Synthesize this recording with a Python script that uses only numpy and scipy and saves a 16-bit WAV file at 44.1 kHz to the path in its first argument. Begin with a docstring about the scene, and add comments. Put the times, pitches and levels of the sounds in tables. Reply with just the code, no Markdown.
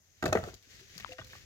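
"""Peeled cassava roots tumble into a plastic basin, knocking, slithering and settling in an open yard.
Each impact excites damped modes, and bursting films of water add wet smacks. Then the hand goes back
to washing in a metal pot: the stirred water swishes, drips and trapped air bubbles ring briefly,
and roots bump each other and the wall. Faint air noise and a low rumble lie underneath."""
import sys
import numpy as np
from scipy import signal
from scipy.fft import rfft, irfft
from scipy.io import wavfile

SR = 44100
rng = np.random.default_rng(int(sys.argv[2]) if len(sys.argv) > 2 else 0)


def output_pcm(signal):
    """Save a mono or channel-first signal as 16-bit PCM at the path in sys.argv[1].

    Samples are clipped to [-1, 1] before scaling.
    """
    pcm = np.clip(np.atleast_2d(signal).T, -1, 1) * 32767
    wavfile.write(sys.argv[1], SR, np.round(pcm).astype(np.int16))


N = 63945
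TIME = np.arange(N) / SR

# Levels are relative within each table; positive pan_db favours the left.
# Spectra of the air, the rumble, the stirred water and the sliding roots: frequency_hz, level_db
AIR_SPECTRUM = [(88, -44), (150, -5), (348, -23), (589, -6.5), (837, -9.5), (905, -14), (1240, -14.5),
                (2020, -12), (3100, -33), (6390, -1.5), (8230, -21), (12700, -16), (16000, -23)]
RUMBLE_SPECTRUM = [(25, -12), (50, 0), (80, 6.5), (120, 0.5), (200, -7.5), (350, -17.5), (700, -26.5),
                   (2000, -84)]
SWISH_SPECTRUM = [(200, -3), (400, 5.5), (900, -12.5), (1300, -2.5), (1800, 6.5), (3000, 3), (4500, 2.5),
                  (6600, 2.5), (8500, -12.5), (13000, -12.5), (16000, -11.5)]
SLITHER_SPECTRUM = [(200, -0.5), (400, 0.5), (700, 3), (1000, -9), (1350, -4), (1900, -23), (3000, -13.5),
                    (4500, -20), (6800, -15.5), (8500, -27.5), (13000, -27.5), (16000, -22.5)]
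# Envelopes of the rumble, the stirring, the bubbles against the swish, the sliding: time_s, level_db
RUMBLE_ENVELOPE = [(0, -72.5), (.2, -69), (.3, -47.5), (.42, -51), (.55, -59.5), (.6, -73), (.7, -67.5),
                   (.74, -60), (.8, -62.5), (.92, -63.5), (.97, -63), (1.1, -56), (1.16, -70.5),
                   (1.22, -56.5), (1.28, -60), (1.45, -59.5)]
SWISH_ENVELOPE = [(0, -76.5), (.21, -65.5), (.25, -65), (.38, -65), (.5, -56), (.56, -67), (.68, -63),
                  (.735, -56), (.79, -57), (.9, -57), (1.0, -55), (1.05, -58.5), (1.125, -53.5),
                  (1.16, -63), (1.2, -59.5), (1.24, -59), (1.34, -57.5), (1.45, -59.5)]
BUBBLE_ENVELOPE = [(0, -36), (.22, -19), (.3, 11), (.5, -4), (.58, -39.5), (.93, -28.5), (1.0, 5),
                   (1.38, -1), (1.45, -14)]
SLITHER_ENVELOPE = [(0, -110), (.218, -100), (.228, -53), (.28, -43.5), (.315, -55), (.335, -46.5),
                    (.39, -47), (.415, -54), (.49, -48.5), (.52, -63), (.57, -79.5), (1.45, -110)]
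# Roots striking the basin, and each other in the pot: start_s, thud_db, body_db, clack_db, smack_db
BASIN_KNOCKS = [(.2250, -39, -45.5, -36.5, -43.5), (.2282, -51, -33.5, -35.5, -41.5),
                (0.2393, -37, -30.5, -40, -42), (.2530, -60, -36, -57, -58.5),
                (0.256, -37, -35.5, -35.5, -35.5), (0.2595, -32, -37, -31, -39),
                (0.2646, -64, -32, -55, -44), (.2790, -53, -39.5, -59, -45), (.2865, -32, -41, -51, -50),
                (0.2929, -45, -42, -52, -61.5), (0.3252, -43.5, -33.5, -38.5, -44),
                (.3280, -39.5, -28.5, -27.5, -33.5), (0.3521, -34.5, -25, -32, -47.5),
                (.3565, -33, -35.5, -35.5, -52), (0.3724, -49.5, -34.5, -33, -48.5),
                (0.387, -51.5, -37, -55, -53.5), (0.399, -45, -48, -61.5, -59), (0.43, -53, -57, -50, -61),
                (0.4382, -42.5, -42, -44.5, -49), (.4840, -52, -54, -50.5, -58),
                (.5340, -74, -60.5, -61.5, -78)]
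POT_KNOCKS = [(0.9988, -83, -60, -51, -52), (1.1829, -78, -78, -48.5, -48.5),
              (1.1872, -63, -46, -43, -51.5), (1.1946, -55.5, -50.5, -61, -52.5),
              (1.2162, -65, -60, -52, -77), (1.3339, -71, -61.5, -53.5, -61),
              (1.351, -123, -58.5, -54.5, -60)]
# Normal modes of the basin, the roots and the filled pot: frequency_hz, level_db, t60_s
BASIN_MODES = [(95, -1, 0.3), (138.2, 8.5, 0.059), (190, 0, 0.2), (214, 1, 0.11), (314, -5, 0.065),
               (381, 4, 0.037), (439, 1, 0.093), (513, 1.5, 0.074), (582, 4.5, 0.048), (630.3, -5, 0.14),
               (708, -4, 0.11), (760, -17.5, 0.072), (1290, 1, 0.0085), (1368, 5.5, 0.02),
               (1556, -1.5, 0.028), (1822, 3, 0.018), (2048, -9, .02), (2596, -16.5, 0.069)]
ROOT_MODES = [(104, -1, 0.11), (165, -5, 0.081), (421, 7, .035), (658, 20, 0.021), (787, 14, 0.024),
              (1147, 2.5, 0.04), (1527, 7.5, 0.028), (1856, 7.5, 0.043), (2250, -4, 0.039)]
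POT_MODES = [(512, 0, 0.26)]
# Spectra of wet bursts in the basin, muffled in the pot, and as spatter: frequency_hz, level_db
BASIN_SMACK_SPECTRUM = [(1500, -1), (2600, -0.5), (4200, 2), (5300, -5), (6800, 0.5), (8500, -15),
                        (12500, -9.5), (16000, -26)]
POT_SMACK_SPECTRUM = [(1500, -3), (2600, 12.5), (4000, 1), (6500, -4), (8500, -18), (16000, -31)]
SPATTER_SPECTRUM = [(1500, -7.5), (2800, -4.5), (4200, 1), (7000, -0.5), (9000, -16), (12500, -7),
                    (16000, -11)]
# Thumps and low basin booms as heavy roots land: start_s, pitch_hz, level_db, t60_s
THUMPS = [(0.256, 155, -26.5, 0.12), (0.2925, 91.5, -32, 0.18), (.3255, 615, -18, 0.036),
          (0.3515, 455, -14, 0.025), (0.371, 93.5, -31.5, 0.28), (.4300, 105, -24, 0.034),
          (0.4753, 410, -31, 0.037), (.5340, 388, -48, 0.042), (1.1933, 405, -38, 0.022),
          (1.197, 113.5, -39, 0.08)]
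# Spatters and sprays of water: start_s, level_db, decay_s, pan_db
SPATTERS = [(.2570, -45, 0.0024, 7.5), (.2790, -52, .003, 0.5), (.3282, -35.5, 0.0022, 4.5),
            (.5412, -50, 0.0023, 5.5), (.5475, -53.5, 0.0022, -0.5), (.625, -66.5, 0.0071, 2),
            (.9788, -43, 0.0024, 0), (.9995, -49, 0.0017, -8), (1.129, -57, 0.0013, 18),
            (1.245, -56, 0.0041, -3), (1.268, -64, 0.022, -11), (1.300, -56, 0.00081, 7),
            (1.320, -69, 0.063, -15)]
# Drips, bubbles and low gulps: start_s, pitch_hz, level_db, t60_s, pan_db
PLOPS = [(.672, 261.3, -58, 0.05, 1), (.812, 370, -54, 0.19, 0), (0.956, 172, -49, 0.15, 5),
         (1.004, 198, -52.5, 0.18, 4), (1.0465, 1240, -21, 0.0077, 31), (1.0605, 980, -41.5, 0.024, 2),
         (1.104, 282, -47, 0.045, 8), (1.118, 690, -46, 0.095, 7), (1.121, 2725, -34.5, 0.022, 0.5),
         (1.196, 2880, -44.5, 0.045, 2), (1.2132, 1190, -41.5, 0.027, 7), (1.214, 3350, -51, 0.06, 6.5),
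         (1.246, 4090, -56, 0.06, 9), (1.3327, 1710, -37.5, .012, -13)]
# Soft bumps on the pot wall: start_s, level_db
WALL_BUMPS = [(1.092, -50), (1.1214, -60.5), (1.24, -65), (1.31, -65)]
# Likeness of the noise at the two sides: frequency_hz, correlation
STEREO_CORRELATION = [(50, 0.86), (300, 0.49), (900, 0.23), (2000, 0.37), (6000, 0.17), (15000, 0.6)]
# Level difference between the two sides: frequency_hz, pan_db
STEREO_BALANCE = [(60, -2.5), (250, 2), (600, 2.5), (1300, -3), (2300, 4), (4400, 8), (8000, 4), (15000, 1)]

DROPLETS_PER_S, DROPLET_SPREAD_DB = 3000, 4.5
BUBBLES_PER_S, BUBBLE_CYCLES, BUBBLE_SPREAD_DB = 150, 12, 6
BUBBLE_LOW_HZ, BUBBLE_PITCH_RATIO, BUBBLE_RISE_PER_S = 1580, 2.56, 1.8
SWELLS_PER_S, SWELL_DB = 45, 1.86
LOWEST_HZ, THUD_TOP_HZ, BODY_TOP_HZ = 70, 260, 1000
CONTACT_S, SKID_S, BLOW_S = 0.00071, 0.004, 0.008
LOAD_DETUNE = 0.046  # shifting roots load the vessel and detune its modes from blow to blow
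HARD_BLOW_DB, DULLING = -33.5, 0.203  # treble lost, in dB per octave, for each dB below a hard blow
SMACK_S, SPRAY_S, SPRAY_DB = 0.0024, 0.0068, -20
CRACKLE_SPREAD_DB, CRACKLE_GRAIN_S = 2, 0.0003
AIR_DB, YARD_DB, YARD_T60_S = -70, -12, 0.29
LEFT_LEAD_S, CUTOFF_HZ = 0.00015, 16000
LEFT_RIGHT = np.array([[1], [-1]])


def from_db(db):
    """Amplitude grows tenfold for every 20 dB."""
    return 10 ** (np.asarray(db) / 20)


def unit_rms(x):
    """Normalisation to unit mean power."""
    return x / np.sqrt(np.mean(x ** 2) + 1e-20)


def envelope(points):
    """Gain over time, interpolated in decibels."""
    return from_db(np.interp(TIME, *np.transpose(points)))


def at_hz(points, hz):
    """Interpolation on a logarithmic frequency axis."""
    frequencies, values = np.transpose(points)
    return np.interp(np.log(hz + 1), np.log(frequencies), values)


def add(out, start_s, sound):
    """Superposition: a sound adds to the mix from its start time."""
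    start = int(start_s * SR)
    out[..., start:start + sound.shape[-1]] += sound[..., :N - start]


def low_cut(x, hz, order):
    """A high-pass filter attenuates motion below its corner frequency."""
    return signal.sosfilt(signal.butter(order, hz, "high", fs=SR, output="sos"), x)


def colour(x, spectrum):
    """A minimum-phase filter imposes a spectrum that falls away below its first point."""
    hz = np.arange(2049) * SR / 4096
    gain = from_db(at_hz(spectrum, hz)) / (1 + (spectrum[0][0] / 2 / (hz + 1)) ** 2)
    cepstrum = irfft(np.log(gain + 1e-5))
    causal = np.r_[cepstrum[0], 2 * cepstrum[1:2048]]
    response = irfft(np.exp(rfft(causal, 4096)))
    return signal.fftconvolve(x, response[None], axes=-1)[:, :x.shape[-1]]


def widen(three):
    """Partial coherence: one shared signal is mixed with an independent one for each side."""
    alike = np.clip(at_hz(STEREO_CORRELATION, np.arange(N // 2 + 1) * SR / N), 0, 1)
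    spectra = rfft(three)
    return irfft(np.sqrt(alike) * spectra[0] + np.sqrt(1 - alike) * spectra[1:], N)


def noise(spectrum):
    """Filtering turns white noise into coloured stereo noise of unit rms."""
    return unit_rms(colour(widen(rng.standard_normal((3, N))), spectrum))


def background():
    """Broadband noise: steady faint air and a low rumble that rises and falls."""
    return from_db(AIR_DB) * noise(AIR_SPECTRUM) + envelope(RUMBLE_ENVELOPE) * noise(RUMBLE_SPECTRUM)


def bubble(hz, t60_s):
    """Trapped air resonates as a damped oscillator whose pitch rises slightly."""
    t = TIME[:SR // 6]
    amplitude = from_db(-60 * t / t60_s) * (1 - np.exp(-4 * hz * t))
    phase = 2 * np.pi * hz * t * (1 + BUBBLE_RISE_PER_S * t / 2)
    return low_cut(amplitude * np.sin(phase), hz / 2, order=2)


def stirred_water():
    """Flow noise, random droplet impulses and resonating bubbles share small uneven swells."""
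    sizes = from_db(DROPLET_SPREAD_DB * np.minimum(rng.exponential(1, (3, N)), 4))
    sizes *= rng.choice([-1, 1], (3, N))
    impulses = sizes * (rng.random((3, N)) < DROPLETS_PER_S / SR)
    droplets = unit_rms(colour(widen(impulses), SWISH_SPECTRUM))
    swish = from_db(-3.5) * noise(SWISH_SPECTRUM) + from_db(-4) * droplets
    bubbles = np.zeros((2, N))
    for when, pitch, strength, side in rng.random((int(BUBBLES_PER_S * N / SR), 4)):
        hz = BUBBLE_LOW_HZ * BUBBLE_PITCH_RATIO ** pitch
        gain = from_db(BUBBLE_SPREAD_DB * strength + 4 * (side - .5) * LEFT_RIGHT)
        add(bubbles, when * TIME[-1], gain * bubble(hz, BUBBLE_CYCLES / hz))
    bubbling = from_db(-6) * envelope(BUBBLE_ENVELOPE) * unit_rms(bubbles)
    swells = from_db(SWELL_DB * np.interp(TIME * SWELLS_PER_S, np.arange(400), rng.standard_normal(400)))
    return envelope(SWISH_ENVELOPE) * swells * (swish + bubbling)


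def ringing(modes, detune, tilt_db_per_octave):
    """An impulse response is a sum of damped modes; here it has unit rms over the blow."""
    t = TIME[:SR // 3]
    wave = 0
    for hz, db, t60_s in modes:
        shift = 1 + detune * rng.uniform(-1.186, 1)
        # Modes radiate unevenly to the two sides, the low ones least.
        side_db = 6 * min(hz / BODY_TOP_HZ, 1) * rng.uniform(-1.2, 1) * LEFT_RIGHT
        gain = from_db(db + side_db + tilt_db_per_octave * np.log2(hz))
        wave = wave + gain * from_db(-60 * t / t60_s) * np.sin(2 * np.pi * hz * shift * t)
    wave *= 1 - np.exp(-t / CONTACT_S)  # soft flesh slows the onset
    return wave / np.sqrt(np.mean(wave[:, :int(BLOW_S * SR)] ** 2))


def knocks(rows, modes):
    """Impact excitation: a tap and a short skid drive low, middle and high modes, each at its level."""
    out, t = np.zeros((2, N)), TIME[:SR // 30]
    bands = [(LOWEST_HZ, THUD_TOP_HZ), (THUD_TOP_HZ, BODY_TOP_HZ), (BODY_TOP_HZ, SR)]
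    for band, (low_hz, high_hz) in enumerate(bands):
        band_modes = [mode for mode in modes if low_hz <= mode[0] < high_hz]
        for start_s, *levels_db in rows:
            response = ringing(band_modes, LOAD_DETUNE, DULLING * (levels_db[band] - HARD_BLOW_DB))
            force = rng.standard_normal(len(t)) * np.exp(-t / SKID_S)
            force /= np.linalg.norm(force)
            force[0] += 1  # the tap has as much energy as the skid
            blow = low_cut(signal.fftconvolve(response, force[None], axes=-1), low_hz, order=3)
            blow *= np.linalg.norm(response) / np.linalg.norm(blow)
            add(out, start_s, from_db(levels_db[band]) * blow)
    return out


def film_bursts(rows, spectrum, gain_db):
    """A rupturing water film gives an uneven crackle and a faint spray; bursts add in power."""
    power, t = np.zeros((2, N)), TIME[:SR // 6]
    attack = 1 - np.exp(-t / 0.00057)
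    spray = from_db(SPRAY_DB) * np.exp(-t / SPRAY_S)
    for start_s, db, decay_s, pan_db in rows:
        gain = from_db(db + gain_db + pan_db * LEFT_RIGHT / 2)
        add(power, start_s, (gain * attack * (np.exp(-t / decay_s) + spray)) ** 2)
    grains = from_db(CRACKLE_SPREAD_DB * rng.standard_normal(N))[(TIME / CRACKLE_GRAIN_S).astype(int)]
    return np.sqrt(power) * unit_rms(grains) * noise(spectrum)


def smacks(knock_rows, spectrum):
    """Each impact of a wet root ruptures its film of water."""
    bursts = [(start_s, smack_db, SMACK_S, 0) for start_s, *_, smack_db in knock_rows]
    return film_bursts(bursts, spectrum, gain_db=6)


def slither():
    """Sliding friction between wet roots makes noise between the knocks."""
    return envelope(SLITHER_ENVELOPE) * noise(SLITHER_SPECTRUM)


def thumps():
    """Damped vibration: a heavy root lands with a brief thump or sets the basin booming low."""
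    out, t = np.zeros((2, N)), TIME[:SR // 4]
    for start_s, hz, db, t60_s in THUMPS:
        amplitude = from_db(db - 60 * t / t60_s) * (1 - np.exp(-3 * hz * t))
        add(out, start_s, low_cut(amplitude * np.sin(2 * np.pi * hz * t), hz / 2, order=2))
    return out


def plops():
    """Each drip or gulp is a short snap with a bubble resonance."""
    out = np.zeros((2, N))
    snap = from_db(-13.5) * bubble(hz=3170, t60_s=0.0047)
    for start_s, hz, db, t60_s, pan_db in PLOPS:
        sides = from_db(pan_db * LEFT_RIGHT / 2)
        add(out, start_s, from_db(db) * sides / sides.mean() * (bubble(hz, t60_s) + snap))
    return out


def pot_wall():
    """Free vibration: the water-filled pot hums briefly in one mode when bumped."""
    out = np.zeros((2, N))
    for start_s, db in WALL_BUMPS:
        add(out, start_s, from_db(db) * ringing(POT_MODES, detune=0, tilt_db_per_octave=4))
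    return out


def yard_reflections(x):
    """Scattering from ground, vessels and a wall leaves a short tail, different at each side."""
    t = TIME[:SR // 3]
    tail = rng.standard_normal((2, len(t))) * from_db(-60 * t / YARD_T60_S) * (t > .002)
    tail /= np.linalg.norm(tail, axis=1, keepdims=True)
    return from_db(YARD_DB) * signal.fftconvolve(x, low_cut(tail, hz=300, order=1), axes=-1)[:, :N]


def from_the_left(x):
    """Time and level differences give direction: the left side hears it earlier and brighter."""
    hz = np.arange(N + 1) * SR / (2 * N)
    half_db = at_hz(STEREO_BALANCE, hz) / 2
    left = from_db(half_db)
    right = from_db(-half_db) * np.exp(-2j * np.pi * hz * LEFT_LEAD_S)
    return irfft(rfft(x, 2 * N) * np.array([left, right]))[:, :N]


def scene():
    """Roots, water and background superpose; only the impacts and bursts are reflected."""
    blows = knocks(BASIN_KNOCKS, BASIN_MODES) + knocks(POT_KNOCKS, ROOT_MODES) + thumps() + pot_wall()
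    blows += smacks(BASIN_KNOCKS, BASIN_SMACK_SPECTRUM) + smacks(POT_KNOCKS, POT_SMACK_SPECTRUM)
    blows += film_bursts(SPATTERS, SPATTER_SPECTRUM, gain_db=7.5)
    mix = slither() + background() + blows + yard_reflections(blows) + stirred_water() + plops()
    return from_the_left(mix)


def record(dry):
    """Band limiting: a steep low-pass filter removes the highest treble."""
    return signal.sosfilt(signal.ellip(10, .1, 70, CUTOFF_HZ, fs=SR, output="sos"), dry)


dry = scene()
out = record(dry)
output_pcm(out)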